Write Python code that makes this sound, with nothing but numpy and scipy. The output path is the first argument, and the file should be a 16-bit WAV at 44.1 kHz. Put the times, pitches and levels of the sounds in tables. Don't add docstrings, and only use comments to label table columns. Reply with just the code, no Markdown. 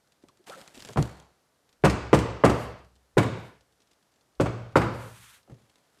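import sys
import numpy as np
from scipy import signal
from scipy.fft import rfft, irfft, next_fast_len
from scipy.io import wavfile
from scipy.ndimage import map_coordinates

SR = 44100
rng = np.random.default_rng(int(sys.argv[2]) if len(sys.argv) > 2 else 0)


def file_out(sig):
    cols = np.atleast_2d(sig).T
    lim = np.clip(cols, -1, 1)
    pcm = np.round(lim * 32767).astype(np.int16)
    wavfile.write(sys.argv[1], SR, pcm)


N = 264588

# t/s, strength/dB, boom/dB, bend/dB, time until the palm stops the bend/s,
# lining/dB, smack/dB, smack tilt/(dB per octave), place along the board/(0-1), air pop/Hz, air pop/dB,
# pin click/dB, trim knock/dB, rebound knock/dB
SLAPS = [(1.838, -4, -13.5, -18, 0.5, -21.5, -15.5, -3, .38, 394, -1.5, -21.5, -10, -26),
         (2.13, -3.5, -14, -16.5, 0.25, -20.5, -14.5, 0, .58, 394, 2.5, -24, -17.5, -27),
         (2.4372, -4.5, -13, -17.5, 0.33, -16.5, -11.5, -4, .5, 552, -2, -23, -10, -17),
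         (3.1701, -8, -26, -10.5, 0.23, -14.5, -18.5, -3.5, 0.4, 400, 3, -24, -11, -23),
         (4.399, -11, -15.5, -9.5, 0.35, -17.5, -14, -2.5, .47, 615, -2, -31, -23.5, -19.5),
         (4.7565, -8.5, -14, -10.5, 0.47, -14, -11, -0.5, 0.5, 1320, -4.5, -28, -12, -17)]
# f/Hz, level/dB
SMACK_TONE = [(120, -21), (300, -1.5), (550, -1), (900, -4), (1400, -7), (2100, -13.5), (3200, -25),
              (6000, -35.5), (15000, -51.5)]
# f/Hz, t60/s
SMACK_FADE = [(200, 0.18), (1000, .1), (3000, 0.082), (12000, 0.03)]
# f/Hz, level/dB, t60/s
BOARD_NOTES = [(151.4, -6, 0.19), (187, -8, 0.28), (213, -10, 0.17), (295.1, -8.5, 0.25),
               (324.6, -23, 0.33), (363, -4.5, 0.079), (450, -6.5, 0.088), (538, -3, 0.11),
               (705.7, -15.5, 0.07)]
# f/Hz, level/dB
BEND_NOTES = [(102, -22.5), (116.5, -9)]
# f/Hz, level/dB, t60/s
TRUNK_NOTES = [(64.4, -21, 1), (70.6, -12.5, 0.55)]
# f/Hz, level/dB
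LINING_TONE = [(55, -30), (85, -2.5), (130, 2.5), (180, 1.5), (225, 0), (260, -5), (320, -8.5),
               (500, -12.5), (1000, -49.5)]


def hand_slaps():
    out, t = np.zeros(N), np.arange(SR) / SR
    bend_notes = [(hz, level, 1) for hz, level in BEND_NOTES]
    for s, db, boom_db, bend_db, free_s, lining_db, smack_db, tilt, place, pop_hz, pop_db, *_ in SLAPS:
        smack_tone = [(hz, level + tilt * np.log2(hz / 700)) for hz, level in SMACK_TONE]
        smack = noise_burst(smack_tone, SMACK_FADE, size=8192)
        thud = ringing(BOARD_NOTES, place, place_db=2.5, attack_s=0.0016, detune=0.024)
        bend = ringing(bend_notes, place, place_db=3, attack_s=0.0065, detune=0.0047)
        palm_damping = 1 / (1 + (t / free_s) ** 8)
        boom = ringing(TRUNK_NOTES, place, place_db=-0.5, attack_s=0.0091, detune=0.0055)
        lining = noise_burst(LINING_TONE, fade=[(90, 0.53), (300, 0.4)], size=SR // 2)
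        add(out, s, amp(db + pop_db) * air_pop(pop_hz, t60=0.022))
        add(out, s, amp(db + smack_db + 4.5) * smack)
        add(out, s, amp(db - 6) * thud)
        add(out, s, amp(db + bend_db + 6) * palm_damping * bend)
        add(out, s, amp(db + boom_db + 6) * boom)
        add(out, s, amp(db + lining_db) * lining)
    return out


def air_pop(hz, t60):
    t = np.arange(SR // 10) / SR
    rise = 1 - np.exp(-4 * hz * t)
    return np.sin(2 * np.pi * hz * t) * amp(-60 * t / t60) * rise


# t/s, click/dB, knock/dB
FIRST_LANDING = (0.97, -46, -26)
# flight after a 0 dB slap/s, extra click/dB, extra knock/dB
PIN_HOPS = [(0.0101, -2, -3), (.0175, -0.5, -0.5)]


def pin_landings():
    landings = [FIRST_LANDING]
    for s, db, *_, click_db, knock_db, rebound_db in SLAPS:
        for flight_s, extra_click, extra_knock in PIN_HOPS:
            landings.append((s + flight_s * amp(0.45 * db), click_db + extra_click, knock_db + extra_knock))
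        landings.append((s + 0.059, click_db + 1.2 * db, rebound_db))
    return landings


# f/Hz, level/dB
CLICK_TONE = [(600, -27), (1500, 5), (2600, 6.5), (3600, -0.5), (4400, 0.5), (5600, -3), (8300, -2.5),
              (10000, -12), (12500, -16.5), (16000, -26.5)]
# f/Hz, t60/s
CLICK_FADE = [(1000, 0.08), (5000, 0.067), (14000, 0.1)]
# f/Hz, level/dB
KNOCK_TONE = [(90, -26.5), (200, -1.5), (500, 2.5), (1000, 0.5), (2000, -12), (4000, -26.5), (12000, -50.5)]
# f/Hz, level/dB, t60/s
TRIM_NOTES = [(1102, 0.5, 0.28), (1170, -0.5, 0.32), (1453, -3.5, 0.2), (1600, -11, 0.16),
              (2036, -9.5, .18), (2275, -3, 0.16), (2614, -5.5, 0.21), (3180, -12.5, 0.16)]


def pin_rattle():
    out = np.zeros(N)
    for s, click_db, knock_db in pin_landings():
        chatter = unit_rms(amp(3.5 * wobble(900, size=4096)))
        click = noise_burst(CLICK_TONE, CLICK_FADE)
        knock = noise_burst(KNOCK_TONE, fade=[(200, 0.033), (2000, 0.13)])
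        ring = ringing(TRIM_NOTES, place=rng.random(), place_db=-2, attack_s=0.00091, detune=0.0035)
        add(out, s, amp(click_db - 6) * chatter * click)
        add(out, s, amp(knock_db - 7) * knock)
        add(out, s, amp(knock_db - 26) * ring)
    return out


# t/s, thud/dB, knock/dB, scuff/dB
SHELF_BUMPS = [(0.237, -70, -63, -59.5), (0.774, -57, -61, -49), (0.847, -50, -50.5, -54),
               (0.892, -44, -42, -55), (0.959, -21, -32, -50), (0.973, -17.5, -20, -20.5),
               (0.986, -14, -28, -42), (5.476, -59, -60, -57.5), (5.497, -46, -53, -46),
               (5.513, -41, -59, -57), (5.61, -57, -76, -68)]
# f/Hz, level/dB, t60/s
BOUNCE_NOTES = [(66.9, -25, .5), (115, 1.5, 0.2), (127, 6, 0.076), (149.8, -1, 0.109), (212.5, -6, 0.11)]
# f/Hz, level/dB
FELT_TONE = [(200, 16.5), (600, 7), (1100, -18), (2000, -9.5), (4000, -22), (9000, -24), (15000, -39.5)]


def shelf_bumps():
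    out = np.zeros(N)
    for s, thud_db, knock_db, scuff_db in SHELF_BUMPS:
        thud = ringing(BOUNCE_NOTES, place=0.5, place_db=1, attack_s=0.0015, detune=0.0035)
        knock = noise_burst(KNOCK_TONE, fade=[(200, 0.17), (2000, 0.024)], size=8192)
        scuff = noise_burst(FELT_TONE, fade=[(500, 0.21), (6000, 0.14)], size=8192)
        add(out, s, amp(thud_db) * thud)
        add(out, s, amp(knock_db) * knock + amp(scuff_db) * scuff)
    return out


# start/s, end/s, rasp/dB, panel/dB, easing off/(dB per s)
EDGE_DRAGS = [(0.463, 0.726, -53.5, -47, 47), (0.736, 0.932, -58.5, -58, 8.5),
              (0.982, 1.201, -53.5, -42, 79), (5.561, 6, -77.5, -71.5, 3.5)]
# t/s, level/dB
HARD_SNAPS = [(.238, -55), (.2853, -45), (.3726, -52.5), (.4693, -40.5), (.4978, -32.5), (.614, -36),
              (.6769, -36), (.7452, -39), (.7542, -41), (.7766, -37), (.8041, -34), (.823, -31),
              (.849, -30), (.8879, -32), (.9333, -36), (1.0261, -24), (1.1997, -42), (2.9552, -55),
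              (3.9115, -59), (5.7573, -48.5)]
# f/Hz, level/dB
RASP_TONE = [(1060, -33.5), (1800, -5.5), (2670, -4.5), (3410, -5), (6070, -10.5), (7840, -8.5),
             (12700, -16.5), (14900, -17), (16000, -23.5)]
# f/Hz, level/dB
PANEL_TONE = [(88, -47.5), (150, -4.5), (288, -4), (377, -2.5), (456, -11), (578, -2), (1110, -8),
              (1160, -11.5), (1420, -6), (1660, -9.5), (2200, -14.5), (2860, -42), (4840, -120)]
# f/Hz, level/dB
SNAP_TONE = [(200, 11.5), (700, 1.5), (1300, -2.5), (2200, -2.5), (3500, 1.5), (6000, -2), (8000, -5.5),
             (11000, -17.5), (16000, -21.5)]


def edge_scrapes(slips_per_s=45, slip_over_rasp_db=10.5, scatter_db=3.5):
    rasp, panel, snaps = np.zeros(N), np.zeros(N), list(HARD_SNAPS)
    for start, end, rasp_db, panel_db, easing in EDGE_DRAGS:
        pressure = stroke(start, end, attack_s=0.017, slope_db_per_s=-easing, release_db_per_s=351)
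        rasp += amp(rasp_db) * pressure
        panel += amp(panel_db) * pressure
        for s in np.arange(start, end, 1 / slips_per_s):
            slip_db = rasp_db - easing * (s - start) + slip_over_rasp_db
            slip_db += scatter_db * rng.standard_normal()
            snaps.append((s + rng.random() / slips_per_s, slip_db))
    grip = amp(3.5 * wobble(300))
    out = rasp * with_tone(grip * rng.standard_normal(N), RASP_TONE)
    out += amp(-4) * panel * with_tone(grip * rng.standard_normal(N), PANEL_TONE)
    for s, db in snaps:
        snap = amp(-4) * noise_burst(SNAP_TONE, fade=[(500, 0.016), (5000, 0.01)])
        trim_ring = amp(-15) * noise_burst(SNAP_TONE, fade=[(500, 0.06), (5000, 0.03)])
        add(out, s, amp(db) * (snap + trim_ring))
    return out


# t/s, length/s, starting f/Hz, ending f/Hz, level/dB
PLASTIC_SQUEAKS = [(0.237, 0.0072, 404, 353, -43), (0.283, 0.024, 1130, 1130, -59),
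                   (0.394, 0.027, 382, 340, -57.5), (0.491, 0.025, 343, 810, -41),
                   (0.502, 0.06, 1260, 1447, -44), (0.558, 0.042, 545, 576, -47),
                   (0.767, 0.024, 290, 256, -47.5), (0.886, 0.032, 438, 437, -45)]


def plastic_squeaks():
    out = np.zeros(N)
    for s, length_s, start_hz, end_hz, db in PLASTIC_SQUEAKS:
        progress = np.linspace(0, 1, int(length_s * SR))
        glide_hz = start_hz + (end_hz - start_hz) * progress
        hz = glide_hz * (1 + 0.126 * wobble(500, size=len(progress)))
        swell = np.sin(np.pi * progress)
        add(out, s, amp(db) * swell * np.sin(2 * np.pi * np.cumsum(hz) / SR))
    return out


# start/s, end/s, level at the end/dB
PALM_SLIDES = [(2.5, 2.64, -56), (3.34, 3.474, -68.5), (4.882, 5.343, -56)]
# f/Hz, level/dB
CARPET_TONE = [(530, -30), (900, -6), (1390, 0), (1470, -0.5), (1830, -2.5), (3430, -4.5), (5280, -12),
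               (5680, -9.5), (8660, -8), (13000, -12), (14900, -12), (16000, -24.5)]


def palm_slides(swell_db_per_s=8):
    gain = np.zeros(N)
    for start, end, end_db in PALM_SLIDES:
        start_db = end_db - swell_db_per_s * (end - start)
        slide = stroke(start, end, attack_s=0.07, slope_db_per_s=swell_db_per_s, release_db_per_s=227)
        gain += amp(start_db) * slide
    flutter = amp(1.6 * wobble(40))
    return gain * flutter * with_tone(rng.standard_normal(N), CARPET_TONE)


def finger_ticks(per_s=14, loudest_db=-58, range_db=9):
    out = np.zeros(N)
    for when, softness in rng.random((int(per_s * N / SR), 2)):
        tick = noise_burst(SNAP_TONE, fade=[(500, 0.044), (5000, 0.04)])
        add(out, when * N / SR, amp(loudest_db - range_db * softness) * tick)
    return out


# f/Hz, t60/s
ECHO_FADE = [(60, 0.83), (250, 0.46), (600, 0.85), (1500, 0.9), (4500, 0.96), (8000, 0.55), (14000, 0.088)]
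# f/Hz, level/dB
ECHO_TONE = [(30, -31.5), (90, -6.5), (170, -5), (300, -1.5), (700, -1.5), (1500, -0.5), (4500, 1.5),
             (8000, -1), (15000, -7)]


def garage_echo(sound, frame=512):
    hz, t, spectrum = signal.stft(sound, SR, nperseg=frame)
    t = t[t < 1]
    swell = (1 - np.exp(-(t / 0.0076) ** 2)) / (1 + (t / 0.36) ** 8)
    tail = (swell * amp(-60 * t / value_at(ECHO_FADE, hz)[:, None])) ** 2
    tail *= amp(value_at(ECHO_TONE, hz))[:, None] ** 2 / tail.sum(1, keepdims=True)
    energy = np.abs(signal.fftconvolve(np.abs(spectrum) ** 2, tail, axes=1))[:, :spectrum.shape[1]]
    noise = signal.stft(rng.standard_normal(N), nperseg=frame)[2]
    return signal.istft(np.sqrt(energy) * noise / noise.std(), nperseg=frame)[1][:N]


# f/Hz, level/dB
AIR_TONE = [(25, -12), (62, -2), (120, 0), (250, -2), (500, -1), (1000, -6), (1600, -8), (2500, -14),
            (5000, -14), (12000, -20), (16000, -29)]


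def garage_air():
    whine = amp(-86) * np.sin(2 * np.pi * 15300 * np.arange(N) / SR)
    return amp(-72) * with_tone(rng.standard_normal(N), AIR_TONE) + whine


def ringing(notes, place, place_db, attack_s, detune):
    t = np.arange(SR) / SR
    hz, db, t60 = np.transpose(notes)[:, :, None]
    k = np.arange(len(notes))[:, None]
    level = db + place_db * np.cos(np.pi * (k + 1) * place) + rng.standard_normal(hz.shape)
    hz = hz * (1 + detune * rng.standard_normal(hz.shape))
    waves = (-1) ** k * amp(level - 60 * t / t60) * np.sin(2 * np.pi * hz * t)
    return waves.sum(0) * (1 - np.exp(-t / attack_s))


def noise_burst(tone, fade, size=4096):
    hz, t = np.fft.rfftfreq(size, 1 / SR), np.arange(size) / SR
    centres = np.geomspace(80, 14000, 8)
    shares = np.array([value_at(np.c_[centres, row], hz) for row in np.eye(8)])
    phases = np.exp(2j * np.pi * rng.random(len(hz)))
    bands = irfft(phases * amp(value_at(tone, hz)) * shares, size)
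    rises = 1 - np.exp(-(2 * centres[:, None] * t) ** 2)
    gains = rises * amp(-60 * t / value_at(fade, centres)[:, None])
    sound = (bands * gains).sum(0)
    power = bands.var(1) / bands.var(1).sum()
    return sound * np.sqrt(power @ (gains ** 2).sum(1)) / np.linalg.norm(sound)


def stroke(start, end, attack_s, slope_db_per_s, release_db_per_s):
    t = np.arange(N) / SR
    rise = np.clip((t - start) / attack_s, 0, 1)
    rubbed_s, after_s = np.clip(t, start, end) - start, np.maximum(t - end, 0)
    return rise * amp(slope_db_per_s * rubbed_s - release_db_per_s * after_s)


def with_tone(sound, tone):
    size = next_fast_len(len(sound) + 8192)
    gain = amp(value_at(tone, np.fft.rfftfreq(size, 1 / SR)))
    return unit_rms(irfft(rfft(sound, size) * gain, size)[:len(sound)])


def wobble(per_s, size=N):
    points = rng.standard_normal(int(size * per_s / SR) + 4)
    return map_coordinates(points, [np.arange(size) * per_s / SR], order=1)


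def value_at(table, hz):
    f, values = np.transpose(table)
    return np.interp(np.log(hz + 1), np.log(f + 1), values)


def amp(db):
    return 10 ** (np.asarray(db) / 20)


def unit_rms(sound):
    return sound / np.sqrt(np.mean(sound ** 2) + 1e-20)


def add(track, s, sound):
    part = track[max(round(s * SR), 0):][:len(sound)]
    part += sound[:len(part)]


def scene():
    knocks = hand_slaps() + pin_rattle()
    handling = edge_scrapes() + plastic_squeaks() + shelf_bumps() + finger_ticks()
    echo = garage_echo(amp(-6.5) * knocks + amp(-14) * handling)
    return (knocks + handling + palm_slides() + echo + garage_air())[None]


# f/Hz, level/dB
MIC_TONE = [(20, -10), (45, -3), (60, 0.5), (12500, 2.5), (14000, -3), (15500, -9), (16000, -13.5)]


def record(dry):
    top_hz = 15950
    rounded = dry / (1 + dry ** 6) ** (1 / 6)
    size = next_fast_len(N + SR // 2)
    hz = np.fft.rfftfreq(size, 1 / SR)
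    gain = amp(value_at(MIC_TONE, hz)) * (hz < top_hz)
    return irfft(rfft(rounded, size) * gain, size)[:, :N]


dry = scene()
out = record(dry)
file_out(out)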